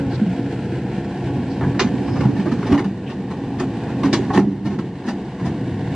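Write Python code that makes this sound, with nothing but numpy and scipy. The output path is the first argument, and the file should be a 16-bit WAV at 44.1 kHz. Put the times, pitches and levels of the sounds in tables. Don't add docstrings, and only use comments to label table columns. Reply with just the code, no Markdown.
import sys
import numpy as np
from scipy import signal
from scipy.fft import rfft, irfft
from scipy.io import wavfile
from scipy.ndimage import uniform_filter1d

SR = 44100
rng = np.random.default_rng(int(sys.argv[2]) if len(sys.argv) > 2 else 0)


def wrap_up_sound(samples):
    columns = np.atleast_2d(samples).T
    tamed = np.clip(columns, -1, 1)
    steps = np.round(tamed * 32767).astype(np.int16)
    wavfile.write(sys.argv[1], SR, steps)


N = 262395
TIME = np.arange(N) / SR
FREQUENCIES = np.fft.rfftfreq(N, 1 / SR)
EXHAUST_FADE_DB_PER_S = 0.78

# time in seconds, then three pitches in Hz.
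REFLECTION_DIPS = [(0, 1180, 1870, 3550), (.95, 1194, 1920, 3660), (1.3, 1263, 1980, 3500),
                   (2.95, 1280, 2110, 3280), (3.4, 1353, 2100, 3280), (3.85, 1300, 2150, 3280),
                   (4.6, 1310, 2440, 3330), (5.3, 1330, 2480, 3250), (5.95, 1283, 2460, 3230)]
# frequency in Hz, stereo width in dB.
STEEL_SPREAD = [(100, -45), (800, -56.5), (1300, -41), (2000, -26.5), (3300, -3.5), (5800, -4),
                (10000, -2.5)]


def amp(db):
    return 10 ** (np.asarray(db) / 20)


def unit(x):
    return x / np.sqrt(np.mean(x ** 2) + 1e-20)


def curve(rows, column=1):
    rows = np.array(rows)
    return np.interp(TIME, rows[:, 0], rows[:, column])


def at_hz(rows, hz, column=1):
    rows = np.array(rows)
    return np.interp(np.log(hz + 1), np.log(rows[:, 0] + 1), rows[:, column])


def colour(x, rows):
    hz = np.fft.rfftfreq(x.shape[-1], 1 / SR)
    return irfft(rfft(x) * amp(at_hz(rows, hz)), x.shape[-1])


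def drift(rate_hz):
    return unit(irfft(rfft(rng.standard_normal(N)) * np.exp(-(FREQUENCIES / rate_hz) ** 2), N))


def steadied(x, seconds):
    return x / np.sqrt(abs(uniform_filter1d(x ** 2, int(seconds * SR))) + 1e-12)


def add(mix, start, sound):
    part = mix[..., max(round(start * SR), 0):][..., :sound.shape[-1]]
    part += sound[..., :part.shape[-1]]


def stereo(pair, width):
    side = colour(pair[1], width)
    return np.array([pair[0] + side, pair[0] - side])


def tone(turns, multiple, waver_db, waver_hz, smear):
    phase = 2 * np.pi * (multiple * turns + rng.random()) + smear * drift(waver_hz)
    level = unit(amp(waver_db * np.tanh(drift(waver_hz))))
    return np.sqrt(2) * level * np.sin(phase)


def exhaust_drone(turns, level_db=3.5):
    # multiple of the shaft speed (cylinders fire on the even ones), relative level in dB.
    notes = [(2, -45.5), (2.5, -48.5), (3, -42.5), (4, -36.5), (4.5, -39.5), (6, -37), (6.5, -51),
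             (7.5, -46.5), (11, -39), (12, -47.5), (13, -47), (15, -48), (16, -45), (23, -52)]
    drone = sum(amp(db) * tone(turns, k, waver_db=3.5, waver_hz=7.3, smear=0.51) for k, db in notes)
    return amp(level_db - EXHAUST_FADE_DB_PER_S * TIME) * drone


def pump_whine(turns):
    # multiple of the shaft speed, relative level in dB.
    notes = [(9, 6.5), (18, -12.5), (27, -12.5), (36, -20.5)]
    # time in seconds, gain in dB.
    load = [(0, -33), (.08, -29.5), (.22, -40), (.37, -36.5), (.68, -42.5), (1.15, -40), (1.35, -33.5),
            (1.55, -39.5), (1.75, -31.5), (2.04, -39), (2.3, -31), (2.6, -42.5), (3.1, -41), (3.66, -33.5),
            (3.81, -46.5), (4.03, -32), (4.9, -44), (5.95, -40)]
    whine = sum(amp(db) * tone(turns, k, waver_db=3.5, waver_hz=9.8, smear=0.41) for k, db in notes)
    return amp(curve(load)) * whine


def site_hum():
    # pitch in Hz, level in dB.
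    notes = [(132, -37), (197, -35), (496, -48.5)]
    return sum(amp(db) * tone(TIME, hz, waver_db=4.0, waver_hz=3.7, smear=0.8) for hz, db in notes)


def exhaust_puffs(turns, level_db=-29.5, puff_length=0.71):
    # frequency in Hz, gain in dB.
    gas_colour = [(40, -36), (85, -12.5), (122, -1), (160, -5), (205, -.5), (290, -2), (380, -8),
                  (480, -17.5), (600, -43.5), (1500, -70.5)]
    cylinder_db = [4, -2, -11, -6]
    firings = 2 * turns
    pulses = amp(cylinder_db)[firings.astype(int) % 4] * np.exp(-(firings % 1) / puff_length)
    gas = steadied(colour(rng.standard_normal(N), gas_colour), 0.022)
    silenced = colour(gas * pulses, [(30, -19), (80, -1), (450, -2.5), (580, -16), (1200, -49.5)])
    return amp(level_db - EXHAUST_FADE_DB_PER_S * TIME) * unit(silenced)


def hollowed(x):
    # half the width of one dip in Hz, its depth in dB.
    dip_shapes = [(75, -4.5), (110, -4.5), (130, -3.5)]
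    hz, t, spectrum = signal.stft(x, SR, nperseg=2048)
    dips = np.array(REFLECTION_DIPS)
    for k, (width, db) in enumerate(dip_shapes):
        centre = np.interp(t, dips[:, 0], dips[:, k + 1])
        spectrum *= amp(db * np.exp(-((hz[:, None] - centre) / width) ** 2))
    return signal.istft(spectrum, SR, nperseg=2048)[1][:, :N]


def engine_clatter(turns, level_db=-35.5, knock=0.41, knock_length=0.4, flutter_db=1.1, bounce=0.66):
    # frequency in Hz, gain in dB.
    block_colour = [(60, -54.5), (300, -15), (460, 8), (590, -0.5), (700, 5.5), (830, 6), (1050, 5),
                    (1400, 3), (1830, 0), (2080, -5.5), (2950, -8), (4400, -15.5), (6000, -23),
                    (8000, -24.5), (10800, -33)]
    # frequency in Hz, stereo width in dB.
    width = [(100, -10.5), (250, -11.5), (450, -36), (750, -56), (1500, -45.5), (2000, -8.5), (3300, -8),
             (5000, -3.5), (8000, -0.5), (10000, -7)]
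    firings = 2 * turns
    cylinder_db = np.array([3.44, -4.8, -0.4, -2])[firings.astype(int) % 4]
    pulses = 1 + knock * amp(cylinder_db) * np.exp(-(firings % 1) / knock_length)
    pair = colour(rng.standard_normal((2, N)) * pulses * amp(flutter_db * drift(16)), block_colour)
    echo = colour(pair[0], [(100, -25.5), (700, 7.0), (1200, 4.0), (3500, -29.5), (7000, -23.5)])
    delay_s = 0.5 / curve(REFLECTION_DIPS)
    pair[0] += bounce * np.interp(TIME - delay_s, TIME, echo)
    return stereo(hollowed(pair / pair[0].std()), width) * amp(level_db)


def shaking(rise_s=0.038, decay_s=0.1):
    # time in seconds, boom in dB, rumble in dB.
    rolling = [(0, -26, -27), (.7, -29, -29), (1.5, -24, -31), (2.3, -20.5, -25), (3.15, -21.5, -27),
               (3.85, -24.5, -28.5), (4.6, -17.5, -21.5), (5.25, -31.5, -45), (5.6, -20.5, -25),
               (5.95, -25.5, -21)]
    # time in seconds, hold in seconds, boom in dB, rumble in dB.
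    ruts = [(1.358, 0.035, -26, -28.5), (1.64, 0.034, -21, -18), (1.808, 0.02, -17.5, -32),
            (2.103, 0.016, -28, -19), (2.196, 0.11, -21, -19), (2.435, 0.04, -19, -41),
            (2.71, 0.039, -11.5, -18.5), (3.597, 0.013, -22.5, -28), (4.03, 0.12, -17.5, -35),
            (4.378, 0.076, -9, -21.5), (4.66, 0.13, -12.5, -20.5), (5.07, 0.095, -15.5, -47),
            (5.432, 0.032, -16, -19.5)]
    boom_power = amp(curve(rolling)) ** 2
    rumble_power = amp(curve(rolling, column=2)) ** 2
    for start, hold, boom_db, rumble_db in ruts:
        rise = np.clip(1 + (TIME - start) / rise_s, 0, 1)
        swell = rise * np.exp(-np.maximum(TIME - start - hold, 0) / decay_s)
        boom_power += (amp(boom_db) * swell) ** 2
        rumble_power += (amp(rumble_db) * swell) ** 2
    return np.sqrt([boom_power, rumble_power])


def van_body(boom_db=-5.0, rumble_db=-3.5, lean_right=0.88, scattered=0.15):
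    # pitch in Hz, half-width in Hz, level in dB.
    resonances = [(192.5, 48, 0.5), (230, 45, -1.5), (282.5, 37, -1.5), (358.5, 38, -4.5), (443, 20, -9)]
    # frequency in Hz, gain in dB.
    rumble_colour = [(15, -39.5), (30, -32), (48, -8), (62, -3), (80, 4.5), (105, 13), (128, 20),
                     (155, 13.5), (200, -11.5), (320, -52)]
    # time in seconds, spread in dB.
    spread = [(0, -12), (1, -25), (1.6, -13), (2.2, -3), (3.2, -23.5), (4.2, -12.5), (4.75, -12.5),
              (5, -52), (5.95, -58)]
    # frequency in Hz, share of the spread in dB.
    spread_colour = [(110, -26.5), (190, -15), (280, -3.5), (450, 3), (620, -18)]
    boom_gain, rumble_gain = shaking()
    power = sum(amp(2 * db) / (1 + ((FREQUENCIES - hz) / width) ** 2) ** 2
                for hz, width, db in resonances)
    boom = irfft(rfft(rng.standard_normal((2, N))) * np.sqrt(power), N)
    boom = steadied(boom, 0.086) * boom_gain * amp(boom_db)
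    rumble = colour(rng.standard_normal(N), rumble_colour)
    rumble = steadied(rumble, 0.026) * rumble_gain * amp(rumble_db)
    direct = boom[0] + thuds()
    side = (scattered * boom[1] - lean_right * direct) * amp(curve(spread))
    return stereo([direct + rumble, side], spread_colour)


def steel_ring(hollow_db, treble_db, notes_db=-11, spot_db=1.1, detune=0.012):
    # pitch in Hz, level in dB, seconds to fade by 60 dB.
    steel_notes = [(714, 11, .12), (825, 16, .074), (965, 4, .18), (1090, 12, .14), (1394, 1, .14),
                   (1795, 15, .074), (2165, 4, .11), (2780, 2, .1), (2910, 5, .1), (4085, -2, .13),
                   (4770, -7, .17), (5500, -10, .1)]
    crowd = [(148, -3.5, 0.17), (388, 14, 0.28), (540, -7.5, 0.17), (730, 4, 0.35), (1100, 5.5, 0.067),
             (1270, -1, 0.15), (1640, -3.5, 0.14), (3230, -14, 0.18), (5500, -15.5, 0.1), (6900, -22, 0.2),
             (10200, -29, 0.13)]
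    t = np.arange(SR // 4) / SR
    hz, age, spectrum = signal.stft(rng.standard_normal((2, len(t))), SR, nperseg=256)
    spectrum *= amp(at_hz(crowd, hz)[:, None] - 60 * age / at_hz(crowd, hz, column=2)[:, None])
    wash = signal.istft(spectrum, SR, nperseg=256)[1][:, :len(t)]
    notes = np.zeros_like(wash)
    for pitch, db, fade_s in steel_notes:
        size, shift = rng.standard_normal(2)
        cycles = pitch * (1 + detune * shift) * t + rng.random((2, 1))
        notes += amp(db + spot_db * size - 60 * t / fade_s) * np.sin(2 * np.pi * cycles)
    balance = [(750, hollow_db), (1300, hollow_db / 4), (2000, 1.2),
               (5000, treble_db), (9000, treble_db / 2 - 3.5)]
    return colour(unit(wash) + amp(notes_db) * unit(notes), balance)[:, :SR // 5]


def rattle(ticks_per_s=260, uneven_db=2.0, fittings=6):
    # time in seconds, level in dB.
    jostle = [(0, -48), (1.5, -50.5), (1.9, -47), (2.2, -37.5), (2.75, -37), (2.95, -44.5), (3.9, -46.5),
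              (4.4, -36), (4.9, -45), (5.4, -43), (5.95, -53)]
    hits = rng.random(N) < ticks_per_s / SR
    ticks = hits * amp(uneven_db * np.minimum(rng.exponential(1, N), 3))
    fitting = rng.integers(0, fittings, N)
    pair = np.zeros((2, N))
    for k in range(fittings):
        ring = steel_ring(hollow_db=-2, treble_db=1.5)
        pair += signal.oaconvolve(ring, (ticks * (fitting == k))[None], axes=1)[:, :N]
    return stereo(unit(hollowed(pair)), STEEL_SPREAD) * amp(curve(jostle))


def squeaks(slip_db=3.5):
    # start in seconds, length in seconds, pitch in Hz, half-width in Hz, level in dB.
    rubs = [(0.09, 0.1, 4300, 715, -42.5), (1.383, 0.27, 4620, 900, -52), (1.98, 0.34, 5100, 220, -51.5),
            (3.045, 0.099, 2840, 450, -39)]
    out = np.zeros((2, N))
    for start, length, pitch, width, db in rubs:
        band = rfft(rng.standard_normal((2, N))) / (1 + ((FREQUENCIES - pitch) / width) ** 2)
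        rub = irfft(band, N) * amp(slip_db * drift(35))
        swell = np.hanning(int(length * SR))
        add(out, start, amp(db) * unit(rub[:, :len(swell)]) * swell)
    return stereo(out, STEEL_SPREAD)


def thuds(level_db=-12.0, rise_s=0.0035):
    # start in seconds, relative peak in dB, pitch in Hz, seconds to fade by 60 dB.
    blows = [(.215, 6, 212.5, 0.099), (.267, -2.5, 181.3, .28), (1.352, -4, 280, 0.12),
             (1.39, -3.5, 242, .1), (1.81, -0.5, 371, .05), (1.845, 1, 240, 0.046),
             (1.938, -0.5, 268, .059), (2.192, -4, 218, .16), (2.25, 2, 199, .12), (2.252, 1, 125, .2),
             (2.287, -1, 283.7, .3), (2.335, -1.5, 230.5, .12), (2.385, 2.5, 199, .18),
             (2.465, -3.5, 328, 0.09), (2.522, -0.5, 235, .14), (2.706, -1, 206, 0.17),
             (2.724, 8, 285.6, 0.34), (2.727, 2, 101, .07), (2.741, 3.5, 220, 0.088), (2.848, 5, 195, 0.26),
             (3.165, -1.5, 196, .2), (3.6, -6, 368, .12), (4.04, 2.5, 277.6, 0.17), (4.135, -1.5, 201, 0.2),
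             (4.19, -1.5, 370, 0.096), (4.355, 3, 203.5, 0.14), (4.378, 8, 365, 0.15),
             (4.381, 9, 285, 0.14), (4.394, 11, 197.8, .36), (4.468, 8.5, 197.7, 0.39), (4.47, 5, 285, .2),
             (4.654, 4.5, 201.5, 0.3), (4.658, 0, 302, .12), (5.075, -2, 230, 0.37),
             (5.425, -0.5, 180.5, 0.15)]
    out, t = np.zeros(N), np.arange(SR // 4) / SR
    for start, db, hz, fade_s in blows:
        swing = (1 - np.exp(-t / rise_s)) * amp(-60 * t / fade_s) * np.sin(2 * np.pi * hz * t)
        add(out, start, amp(db + level_db) * swing / abs(swing).max())
    return out


def strike(ring, contacts, build_s):
    sound = signal.fftconvolve(ring, contacts[None], axes=1)
    sound *= 1 - np.exp(-TIME[:sound.shape[1]] / build_s)
    return sound / np.sqrt(uniform_filter1d(sound[0] ** 2, size=SR // 40).max())


def clanks(contacts_per_s=700, soft_chatter_s=0.013, usual_chatter_s=0.012, ring_db=4, ring_span=1.4):
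    # start in seconds, level in dB, treble in dB, chatter in seconds, boosted pitch in Hz.
    pieces = [(.863, -38, -14, .001, 750), (1.609, -24, -13, 0.00096, 1700),
              (1.633, -27.5, -14, 0.0033, 1600), (1.745, -32.5, -6, 0.0045, 1700),
              (1.868, -32.5, -1, .0045, 1800), (2.075, -32.5, -5, .008, 1500),
              (2.148, -28.5, -4, .013, 850), (2.206, -25, -2.5, 0.0024, 1700),
              (2.228, -27.5, -13, .008, 750), (2.25, -26, -9, .003, 900), (2.364, -28, -2, 0.0025, 1600),
              (2.388, -34.5, 0.5, .008, 2820), (2.455, -24.5, -11.5, 0.0084, 1710),
              (2.515, -28, 2.5, .004, 1400), (2.627, -26, -6, .001, 1400), (2.657, -29.5, -3, .01, 1800),
              (2.694, -28.5, -1, 0.01, 900), (2.72, -21, -4.5, 0.0052, 1150),
              (2.738, -18.5, -2.5, 0.0053, 1100), (2.777, -19, -1.5, 0.0019, 1810),
              (2.7906, -15.5, -5, 0.0018, 1050), (2.841, -27, 0.5, 0.0036, 1100),
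              (3.075, -29.5, 3.5, 0.025, 1900), (3.3, -28.5, -1.5, 0.014, 1120),
              (3.585, -36, 8, .004, 2000), (3.597, -25, 1, .002, 1800), (3.87, -35.5, -5, .022, 1710),
              (4.033, -24, 1.5, .0018, 1100), (4.046, -25.5, 1.5, 0.0089, 940),
              (4.299, -21, -14, 0.0047, 950), (4.329, -21.5, 3, .017, 800),
              (4.362, -15.5, -1.5, 0.0096, 750), (4.385, -15.5, -0.5, 0.006, 1400),
              (4.646, -25, 3.5, .014, 900), (4.69, -30.5, 5, 0.029, 1790), (4.787, -23, -1, 0.0017, 904),
              (5.04, -27, -3, .003, 1610), (5.055, -31, 6, 0.012, 1016), (5.076, -22, 5.5, 0.0082, 1700),
              (5.395, -33.5, -1, 0.0048, 1700), (5.445, -26, 1.5, 0.014, 880)]
    out, t = np.zeros((2, N)), np.arange(SR // 8) / SR
    for start, db, treble_db, chatter_s, hz in pieces:
        swell = t / chatter_s * np.exp(-(t / chatter_s) ** 2 / 2)
        contacts = rng.choice([-1, 1], len(t)) * (rng.random(len(t)) < contacts_per_s / SR) * swell
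        contacts[0] = np.exp(-chatter_s / soft_chatter_s)
        hollow_db = 0.6 + 0.9 * np.log2(chatter_s / usual_chatter_s) - 0.42 * treble_db
        boost = [(hz / ring_span, 0), (hz, ring_db), (hz * ring_span, 0)]
        ring = colour(steel_ring(hollow_db, treble_db), boost)
        add(out, start, amp(db) * strike(ring, contacts, build_s=0.00075))
    return stereo(out, STEEL_SPREAD)


def slams(hollow_db=-5.0, scatter=0.12):
    hits = [(1.7904, -14.5, 3, -5, -0.5, -17, -15), (4.1254, -17.5, 6.5, 2.5, 1, -3, -27)]
    # delay in seconds, strength in dB.
    rebounds = [(0, -12), (.004, 3), (.0065, 0), (.0095, 0.5), (.0125, -4), (.02, -10), (.032, -23)]
    out = np.zeros((2, N))
    for start, db, treble_db, bass_db, middle_db, top_db, width_db in hits:
        contacts = np.zeros(SR // 8)
        for delay, blow_db in rebounds:
            add(contacts, delay * (1 + scatter * rng.uniform(-1, 1)), amp([blow_db]))
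        crack = strike(steel_ring(hollow_db, treble_db), contacts, build_s=0.0005)
        balance = [(450, bass_db), (1000, -2.3), (1800, middle_db),
                   (2800, 0.94), (6500, 1.8), (9000, top_db)]
        width = [(900, width_db - 11), (1300, width_db), (2700, -14.5), (3300, -6.0), (6000, -2.0)]
        add(out, start, amp(db) * stereo(colour(crack, balance), width))
    return out


def microphone_ports(x):
    # frequency in Hz, how far the left lags the right in radians.
    lags = [(2500, 0), (4400, 0.76), (6000, 1.07), (8000, 3), (10300, 3)]
    phase = 0.5 * np.outer([-1, 1], at_hz(lags, FREQUENCIES))
    return irfft(rfft(x) * np.exp(1j * phase), N)


def gain_control(x, threshold_db=-12.0, sense_s=0.013, recover_db_per_s=6.5):
    memory = np.exp(-1 / (sense_s * SR))
    power_db = 10 * np.log10(signal.lfilter([1 - memory], [1, -memory], (x ** 2).mean(0)) + 1e-12)
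    recovery = recover_db_per_s * TIME
    held_db = np.maximum.accumulate(power_db + recovery) - recovery
    return x * amp(-np.maximum(held_db - threshold_db, 0))


def scene():
    # time in seconds, shaft turns per second.
    engine_speed = [(0, 30.45), (.35, 30.3), (.5, 30.85), (.68, 30.8), (.8, 30.55), (1, 30.9), (1.3, 31.1),
                    (1.5, 30.1), (1.75, 31.3), (1.95, 31.45), (2.3, 31.2), (2.8, 31.25), (3.05, 30.8),
                    (3.25, 30.1), (3.9, 30), (4.3, 30.5), (5.3, 30.6), (5.95, 30.1)]
    turns = np.cumsum(curve(engine_speed)) / SR
    drone = exhaust_drone(turns) + pump_whine(turns) + site_hum()
    throb = exhaust_puffs(turns) + engine_clatter(turns)
    van = van_body() + clanks() + slams() + rattle() + squeaks()
    return microphone_ports(drone + throb + van)


def record(dry, low_cut_hz=48, high_cut_hz=10900, ceiling=0.92):
    thinned = signal.sosfilt(signal.butter(2, low_cut_hz, "highpass", fs=SR, output="sos"), dry)
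    ducked = gain_control(thinned)
    rounded = ducked / (1 + (ducked / ceiling) ** 6) ** (1 / 6)
    lowpass = signal.firwin(511, high_cut_hz, window=("kaiser", 9), fs=SR)
    return signal.oaconvolve(rounded, lowpass[None], "same")


dry = scene()
out = record(dry)
wrap_up_sound(out)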